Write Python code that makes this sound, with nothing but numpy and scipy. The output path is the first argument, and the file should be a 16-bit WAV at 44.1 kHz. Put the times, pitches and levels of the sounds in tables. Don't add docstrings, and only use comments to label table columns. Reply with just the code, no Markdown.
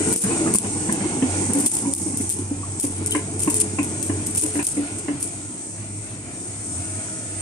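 import sys
import numpy as np
from scipy import signal
from scipy.fft import rfft, irfft, next_fast_len
from scipy.io import wavfile
from scipy.ndimage import uniform_filter1d, map_coordinates

SR = 44100
rng = np.random.default_rng(int(sys.argv[2]) if len(sys.argv) > 2 else 0)


def unload_wav(signal):
    wavfile.write(
        sys.argv[1],
        SR,
        np.round(np.clip(np.atleast_2d(signal).T, -1, 1) * 32767).astype(np.int16),
    )


N = 326781
TIME = np.arange(N) / SR
STOP_S, LIFT_S = 5.45, 6.3


def amp(db):
    return 10 ** (np.asarray(db) / 20)


def unit(x):
    return x / np.sqrt(np.mean(x ** 2) + 1e-20)


def along(points, hz):
    f, v = np.transpose(points)
    return np.interp(np.log(hz + 1), np.log(f + 1), v)


def curves(rows):
    s, *cols = np.transpose(rows)
    return [np.interp(TIME, s, c) for c in cols]


def after(s, rise_s):
    return np.clip((TIME - s) / rise_s, 0, 1)


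def wobble(rate):
    return map_coordinates(rng.standard_normal(int(N * rate / SR) + 4), [TIME * rate])


def filtered(x, response):
    m = next_fast_len(N + SR // 2)
    return irfft(rfft(x, m) * response(np.fft.rfftfreq(m, 1 / SR)), m)[..., :N]


def resonances(modes):
    def response(f):
        return sum((-1) ** k * amp(db) * 1j * f * w / (c * c - f * f + 1j * f * w)
                   for k, (c, w, db) in enumerate(modes))
    return response


def causal(spectrum):
    def response(hz):
        cepstrum = irfft(np.log(amp(np.maximum(along(spectrum, hz), -70))))
        half = len(cepstrum) // 2
        cepstrum[1:half] *= 2
        cepstrum[half + 1:] = 0
        return np.exp(rfft(cepstrum))
    return response


# pitch [Hz], likeness of left and right [1 = identical].
PORT_LIKENESS = [(60, 0.89), (300, 1), (600, 0.71), (1200, 0.74), (2500, 0.022), (8000, 0.12)]


def rush(spectrum, pair):
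    def mix(hz):
        turn = np.arccos(np.clip(along(PORT_LIKENESS, hz), -1, 1)) / 2
        return amp(along(spectrum, hz)) * [np.cos(turn), np.sin(turn)]
    mid, side = filtered(pair, mix)
    return unit(np.array([mid + side, mid - side]))


def patchy(patchy_db):
    z = signal.stft(rng.standard_normal((2, N)), nperseg=1024)[2]
    field = uniform_filter1d(rng.standard_normal(z.shape[1:]), size=2, axis=0)
    field = uniform_filter1d(field, size=14, axis=1)
    return signal.istft(z * amp(patchy_db * unit(field)), nperseg=1024)[1][:, :N]


def crackle(rate, spread_db):
    sizes = np.minimum(rng.exponential(size=N), 3.5)
    spikes = (rng.random(N) < rate / SR) * amp(spread_db * sizes)
    bursts = signal.lfilter([1], [1, -np.exp(-1 / (0.00061 * SR))], spikes)
    return bursts * rng.standard_normal((2, N))


# time [s], level [dB].
NOTE_SWELL = [(0.0, -37.5), (1.22, -40), (1.32, -29), (1.67, -40), (2.54, -34), (3.98, -35.5),
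              (4.15, -27.5), (4.23, -35), (5.49, -46.5), (5.57, -76), (5.8, -33), (6.67, -44), (6.71, -33),
              (7.0, -34.5), (7.04, -55), (7.41, -36)]
# pitch [Hz], relative level [dB per Hz].
PIPE_COLOUR = [(25, -69), (38, -43), (70, -14), (82, -32), (101, -4), (177, -23), (200, -21), (260, -64),
               (440, -120)]
# multiple of the firing rate, level against the note [dB].
FIRING_ORDERS = [(1, -20), (3, -15.5), (4, -17.5), (6, -17)]
PIPE_DB, PIPE_WITH_NOTE = -40, 0.17
NEAR_DB, LEAVE_S, LEAVING_S = 4.5, 0.31, 0.7


def exhaust(firing):
    note_db, = curves(NOTE_SWELL)
    note = np.sqrt(2) * amp(note_db) * (1 + 0.33 * wobble(14)) * np.sin(2 * firing)
    steadier_db = uniform_filter1d(note_db, size=SR // 3)
    for multiple, db in FIRING_ORDERS:
        order_db = steadier_db + db + 3.5 * wobble(9.3)
        note += np.sqrt(2) * amp(order_db) * np.sin(multiple * firing)
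    pipe_db = PIPE_DB + PIPE_WITH_NOTE * (note_db - note_db.mean())
    pipe_db += NEAR_DB * (1 - after(LEAVE_S, LEAVING_S))
    pipe = amp(pipe_db) * rush(PIPE_COLOUR, rng.standard_normal((2, N)))
    return (note + pipe) * amp([[-.9], [.9]])


# time [s], block clatter [dB], frame rumble [dB].
MACHINE_LEVELS = [(0.0, -33.5, -25.5), (0.47, -37, -23.5), (0.68, -40, -30.5), (1.46, -36, -28),
                  (1.9, -44, -31.5), (2.23, -46, -36.5), (3.59, -41.5, -32.5), (5.06, -41, -36.5),
                  (5.71, -48, -40), (6.62, -44, -39), (6.97, -42, -35.5), (7.41, -40.5, -40)]
# pitch [Hz], relative level [dB per Hz].
TRACK_COLOUR = [(88, -22.5), (150, -9), (270, -5.5), (323, -2.5), (383, -12), (430, -13), (530, -29.5),
                (696, -45), (839, -22.5), (1150, -26.5), (1500, -53), (2530, -120)]
# pitch [Hz], relative level [dB per Hz].
BLOCK_COLOUR = [(290, -46), (500, 3), (649, -0.5), (1090, -17.5), (1430, -4.5), (1600, -8), (5000, -12.5),
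                (6500, -37), (11000, -120)]
# pitch [Hz], width [Hz], level [dB].
CASING_MODES = [(695, 22, 7), (1030, 70, 7), (1450, 33, -1), (1650, 50, -18), (2280, 380, 2)]
# pitch [Hz], relative level [dB per Hz].
CLOSE_COLOUR = [(330, -40), (420, 1.5), (490, -1), (560, -51)]
CLOSE_DB, CLOSE_FADES_DB = -29.5, 17


def block_and_frame(firing):
    block_db, track_db = curves(MACHINE_LEVELS)
    beat = 1 + 0.043 * np.cos(firing + .5 * wobble(8.2))
    judder_db = wobble(9) + 2.5 * wobble(38)
    judder_db *= 1 - 0.7 * after(STOP_S, SHIFT_S)
    tracks = amp(track_db + judder_db) * rush(TRACK_COLOUR, beat * patchy(patchy_db=1.5))
    casing = filtered(beat * patchy(patchy_db=2.3), lambda hz: 1 + np.abs(resonances(CASING_MODES)(hz)))
    block = amp(block_db + 1.48 * wobble(10)) * rush(BLOCK_COLOUR, casing)
    close_db = CLOSE_DB - CLOSE_FADES_DB * TIME + judder_db
    close = amp(close_db) * rush(CLOSE_COLOUR, patchy(patchy_db=2.5))
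    return tracks + close + block


LOADED_HZ, FREE_HZ = 94.8, 102.8
SHIFT_S = 0.136


def engine():
    free = after(STOP_S, SHIFT_S) - after(LIFT_S - SHIFT_S, SHIFT_S)
    note_hz = LOADED_HZ + (FREE_HZ - LOADED_HZ) * free
    unsteady_hz = (1.22 + 4 * after(STOP_S, SHIFT_S)) * wobble(12)
    firing = np.pi * np.cumsum(note_hz + unsteady_hz) / SR
    return exhaust(firing) + block_and_frame(firing)


# time [s], level [dB], left against right [dB].
HISS_LEVELS = [(0.0, -26, 3), (0.39, -25, 0), (0.74, -28.5, -1), (1.53, -26, -3), (1.69, -27.5, -4),
               (2.5, -33, -0.5), (4.58, -30.5, 0.5), (4.68, -33.5, 0.5), (6.15, -36, 1), (6.75, -30.5, 2),
               (7.41, -31.5, -0.5)]
# pitch [Hz], relative level [dB per Hz].
RAIN_COLOUR = [(2350, -91), (4000, -24.5), (5500, -9), (6860, -1.5), (7300, -3), (8400, 8), (8820, 6.5),
               (9470, -0.5), (10300, -16), (11000, -30), (11500, -71), (13000, -120)]


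def rain():
    hiss_db, pan_db = curves(HISS_LEVELS)
    drops = unit(patchy(patchy_db=2.8)) + 0.6 * unit(crackle(rate=2700, spread_db=2))
    level_db = hiss_db + 1.22 * wobble(7) + np.array([pan_db / 2, -pan_db / 2])
    return amp(level_db) * rush(RAIN_COLOUR, drops)


# start [s], frame thump [dB], frame pitch [Hz],
# thump length [s], link rattle [dB].
SHOE_DROPS = [(0.002, -15.5, 317, 0.017, -37), (0.237, -12.5, 193, 0.023, -27),
              (0.308, -28, 344, 0.06, -24), (0.402, -18.5, 322, 0.081, -49),
              (0.473, -28, 322, 0.029, -26.5), (0.55, -9, 210, 0.018, -22.5), (0.644, -22, 204, 0.025, -34),
              (0.889, -13.5, 216, 0.016, -28), (1.006, -19, 194, 0.018, -30), (1.17, -21, 253, 0.033, -43),
              (1.222, -11, 265, 0.038, -23.5), (1.496, -16.5, 230, 0.015, -26.5),
              (1.547, -16.5, 279.3, 0.064, -29.5), (1.635, -18.5, 272, 0.013, -32),
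              (1.856, -19.5, 273.7, 0.067, -32.5), (2.06, -22.5, 308, 0.023, -50),
              (2.096, -24, 266, 0.02, -49), (2.138, -18.5, 260, 0.011, -37), (2.2, -17.5, 257, 0.017, -40),
              (2.51, -18.5, 276, 0.021, -44), (2.838, -9, 280, 0.017, -26), (3.148, -15.5, 302, 0.031, -18),
              (3.475, -11.5, 299, 0.015, -24), (3.785, -15.5, 288.6, 0.022, -22),
              (4.095, -13.5, 285, 0.013, -23.5), (4.428, -23.5, 304, 0.045, -27),
              (4.553, -19.5, 291, 0.036, -26.5), (4.591, -13.5, 330, 0.007, -17.5),
              (4.768, -18.5, 286.7, 0.049, -31.5), (5.081, -19.5, 288.6, 0.039, -25)]
FRAME_TONES = [(0.13, 1.9), (0.048, 0.5), (0.064, 1.45)]
# pitch [Hz], width [Hz], relative level [dB].
HULL_MODES = [(278, 157, 7.5), (584, 830, -10.5)]
HULL_DB = -14.5
NEXT_S, NEXT_DB, NEXT_HZ, NEXT_LENGTH_S = 0.165, -18, 312.4, 0.033


def frame_thumps():
    frame, shudder, t = np.zeros(N + SR), np.zeros(N + SR), np.arange(SR // 4) / SR
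    thumps = [row[:4] for row in SHOE_DROPS]
    thumps += [(s + NEXT_S, db + NEXT_DB, NEXT_HZ, NEXT_LENGTH_S) for s, db, *_ in SHOE_DROPS]
    for s, db, hz, length in thumps:
        tones = np.sin(2 * np.pi * hz * t)
        for (share, ratio), chance in zip(FRAME_TONES, rng.standard_normal(len(FRAME_TONES))):
            tones += share * np.sin(2 * np.pi * ratio * (1 + 0.0404 * chance) * hz * t)
        shape = amp(db) * np.exp(-(t / length) ** 3) * (1 - np.exp(-t / 0.002))
        frame[round(s * SR):][:len(t)] += shape * tones
        shudder[round(s * SR):][:len(t)] += shape
    hull = filtered(rng.standard_normal(N), lambda hz: resonances(HULL_MODES)(hz) / (1 + 1j * hz / 900) ** 2)
    return frame[:N] + amp(HULL_DB) * shudder[:N] * unit(hull)


# pitch [Hz], width [Hz], level [dB], pitch and level before random spread.
LINK_MODES = [(720, 560, 1), (1060, 110, 4), (1600, 140, 3), (2200, 180, 7), (2600, 150, 6), (2900, 80, 7)]
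RATTLE_S, RATTLE_LEAD_S = 0.016, 0.001065


def link_rattle():
    links, t = np.zeros((2, N + SR)), np.arange(SR // 4) / SR
    grid = np.fft.rfftfreq(len(t), 1 / SR)
    for s, *_, db in SHOE_DROPS:
        shape = 0.63 * np.exp(-t / RATTLE_S) + 0.49 * np.exp(-t / 0.0038)
        shape *= 1 - np.exp(-t / 0.0017)
        jolt = shape * (rng.standard_normal(len(t)) + 3.1 * rng.standard_normal((2, len(t))))
        chance = rng.standard_normal((len(LINK_MODES), 2))
        modes = [(hz * (1 + 0.04 * c), width, level + 4.5 * d)
                 for (hz, width, level), (c, d) in zip(LINK_MODES, chance)]
        steel = resonances(modes)(grid) / (1 + 1j * grid / 3500) ** 4
        start = round((s - RATTLE_LEAD_S) * SR)
        links[:, start:][:, :len(t)] += amp(db) * irfft(rfft(jolt) * steel, len(t))
    return links[:, :N]


# start [s], level [dB], pitch [Hz].
STEEL_PINGS = [(0.24, -28, 1730), (0.463, -26, 1255), (0.55, -20, 1050), (0.892, -28, 1030),
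               (0.892, -25, 1730), (1.85, -32, 977), (2.631, -31, 1130), (3.118, -23, 3080),
               (3.113, -34, 3760), (3.148, -24.5, 1025), (3.474, -22.5, 1045), (3.786, -25, 1053),
               (4.098, -34, 770), (4.83, -36.5, 1450), (5.085, -46, 1060), (7.084, -36, 1380)]


def pings():
    steel, t = np.zeros(N + SR), np.arange(SR // 4) / SR
    shape = np.exp(-(t / 0.013) ** 2) * (1 - np.exp(-t / 0.0019))
    for s, db, hz in STEEL_PINGS:
        detune = rng.normal(1, .06, 2)
        tones = np.sin(2 * np.pi * hz * t)
        tones += .5 * np.sin(2 * np.pi * hz * np.outer(detune, t)).sum(axis=0)
        steel[round(s * SR):][:len(t)] += amp(db) * tones * shape
    return steel[:N]


# time [s], level [dB].
CHATTER_LEVELS = [(0, -68), (0.4, -45), (0.7, -42), (1.35, -42), (1.65, -45), (2.1, -51.5), (5.2, -55),
                  (5.5, -60)]
# pitch [Hz], width [Hz], relative level [dB].
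PIN_MODES = [(770, 40, 3.5), (887, 92, -0.5)]


def chatter():
    level_db, = curves(CHATTER_LEVELS)
    taps = crackle(rate=67, spread_db=1.5) + 0.5 * rng.standard_normal((2, N))
    ring = filtered(taps[0] + 0.5 * taps, resonances(PIN_MODES))
    band = filtered(ring, lambda hz: 1 / (1 + (hz / 1150) ** 8 + (550 / (hz + 1)) ** 8))
    return amp(level_db) * unit(band)


def yard(x):
    t = np.arange(SR // 3) / SR
    scatter = rng.standard_normal(len(t)) + .3 * rng.standard_normal((2, len(t)))
    tail = scatter * amp(-60 * t / .22)
    late = np.pad(x, ((0, 0), (400, 0)))
    return signal.fftconvolve(late, tail / np.linalg.norm(tail[0]), axes=1)[:, :N]


# pitch [Hz], width [Hz], relative level [dB].
OIL_MODES = [(685, 18, 16), (1430, 40, 10), (1700, 25, 5), (2500, 44, 4)]
# time [s], level [dB].
GEAR_LEVELS = [(2.6, -63), (3.0, -40), (5.0, -45), (5.3, -71)]
GEAR_HZ, PUMP_HZ = 427, 634
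PUMP_DB, PUMP_LIFT_DB, PUMP_RISE_S = -59, 12, 0.7


def hydraulics():
    gear_db, = curves(GEAR_LEVELS)
    pump_db = PUMP_DB + PUMP_LIFT_DB * after(LIFT_S, PUMP_RISE_S)
    gear = unit(filtered(rng.standard_normal(N), lambda hz: resonances([(GEAR_HZ, 15, 0)])(hz) ** 2))

    def lines(hz):
        return sum(resonances([(c, w, 0)])(hz) ** 2 * amp(db) for c, w, db in OIL_MODES)
    oil = filtered(rng.standard_normal((2, N)) + rng.standard_normal(N), lines) / 8
    turn = 2 * np.pi * np.cumsum(PUMP_HZ + 2.0 * wobble(10)) / SR
    whine = np.sin(turn) + amp(-6) * np.sin(2 * turn) + amp(-12) * np.sin(3 * turn)
    hum = amp(gear_db + 2.7 * wobble(6)) * gear
    return hum + amp(pump_db + 2 * wobble(8)) * oil + amp(pump_db + 3 * wobble(14)) * whine


# start [s], slap [dB], spray [dB], time for the spray to fall 60 dB [s].
FOOT_SLAPS = [(0.087, -26, -25, 0.19), (0.1267, -15.5, -19.5, 0.21), (0.1618, -17, -20, 0.34),
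              (0.206, -32, -22, 0.4), (0.238, -17, -21, 0.19), (0.539, -11.5, -23, 0.2),
              (0.548, -12, -12.5, 0.22), (0.5857, -14.5, -26, 0.3), (0.925, -15, -27, 0.27),
              (1.535, -14.5, -18, 0.17), (1.5794, -38, -20.5, 0.61), (1.6613, -13, -17.5, 0.39),
              (1.676, -20, -29, 0.32), (1.734, -26, -20, 0.52), (1.769, -17, -34, 0.27),
              (1.788, -19, -38, 0.2), (1.937, -14.5, -40, 0.096), (1.95, -23, -26, 0.79),
              (2.173, -17, -25.5, 0.68), (2.293, -17, -25, 0.2), (2.3, -15.5, -24.5, 0.49),
              (2.799, -17, -21.5, 0.69), (3.0616, -16.5, -18.5, 0.16), (3.1093, -19, -19.5, 0.3),
              (3.394, -20.5, -23, 0.27), (3.422, -19, -25, 0.96), (3.5, -16, -19.5, 0.31),
              (3.543, -15, -16, 0.22), (3.5546, -22, -19.5, 0.23), (3.6014, -13, -11.5, 0.13),
              (3.8303, -19.5, -28, 0.33), (4.028, -18.5, -26.5, 0.58), (4.2614, -33, -30, 0.65),
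              (4.35, -19, -25.5, 0.29), (4.371, -20, -11.5, 0.21), (4.3865, -20.5, -45, .24),
              (4.4132, -18, -17, 0.2), (4.422, -23, -22, 0.53), (4.548, -24, -29, 0.41),
              (4.6276, -22, -24.5, 0.94), (4.6683, -13, -18.5, 0.24), (4.986, -29, -27, 0.097),
              (5.202, -29, -25, 0.51), (5.2275, -15.5, -16.5, 0.11)]
# pitch [Hz], relative level [dB per Hz].
WATER_COLOUR = [(1470, -23.5), (2500, -13.5), (2810, -13.5), (3980, -16), (5360, -9.5), (7750, 2),
                (8590, 9.5), (9140, 10), (10700, -1.5), (11800, -8), (15200, -16.5), (16400, -93)]
TOP_FADE_DB = 2.4


def steps():
    blows, t = np.zeros((2, N + SR)), np.arange(SR // 2) / SR
    spray_power = np.zeros((2, N + SR))
    snap = amp(-60 * t / 0.012)
    for s, db, spray_db, t60 in FOOT_SLAPS:
        start = round(s * SR)
        shared, own = rng.standard_normal(len(t)), rng.standard_normal((2, len(t)))
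        blows[:, start:][:, :len(t)] += amp(db) * snap * (shared + own + 6 * (t == 0))
        fading = 60 * t / max(t60, .03)
        level = amp(spray_db - np.array([fading, fading + (fading / TOP_FADE_DB) ** 2]))
        spray_power[:, start:][:, :len(t)] += level ** 2 * (1 - np.exp(-t / 0.0031)) ** 2
    colour = causal(WATER_COLOUR)
    loudness = np.std(filtered(rng.standard_normal(N), colour))
    clumps = amp(1.5 * wobble(45) + 3 * wobble(170))
    grains = unit(crackle(rate=900, spread_db=1.6)) + 1.5 * rng.standard_normal((2, N))
    spray = rush(WATER_COLOUR, clumps * grains)
    top_spray = filtered(spray, lambda hz: hz > 10800)
    lower_level, top_level = np.sqrt(spray_power[:, :N])
    slaps = filtered(blows[:, :N], colour) / loudness
    water = slaps + lower_level * (spray - top_spray) + top_level * top_spray
    return water * amp([[1.2], [-1.2]])


# start [s], depth before smoothing [dB], length [s].
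FAR_DIPS = [(0.131, 6, 0.038), (0.165, 20.5, 0.074), (0.554, 13.5, 0.07), (1.671, 14, 0.051),
            (1.936, 8, 0.065), (2.29, 7.5, 0.057), (2.798, 6.5, 0.095), (4.39, 11, 0.04),
            (4.633, 10.5, 0.037)]


def dips():
    fall_db = sum(db * (TIME > s) * np.exp(-np.abs((TIME - s) / length) ** 3) for s, db, length in FAR_DIPS)
    return amp(-uniform_filter1d(fall_db, size=120))


LEAD_S = 0.0001917


def scene():
    knocks = frame_thumps() + link_rattle() + pings() + chatter()
    far = engine() + rain() + knocks + amp(-7) * yard(knocks) + hydraulics()
    field = dips() * far + steps()
    return filtered(field, lambda hz: np.exp(1j * np.pi * hz * LEAD_S * np.array([[1], [-1]])))


TOP_HZ = 16500


def record(dry):
    rounded = dry / (1 + np.abs(dry) ** 6) ** (1 / 6)
    return filtered(rounded, lambda hz: (hz < TOP_HZ) * 1j * hz / (45 + 1j * hz))


dry = scene()
out = record(dry)
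unload_wav(out)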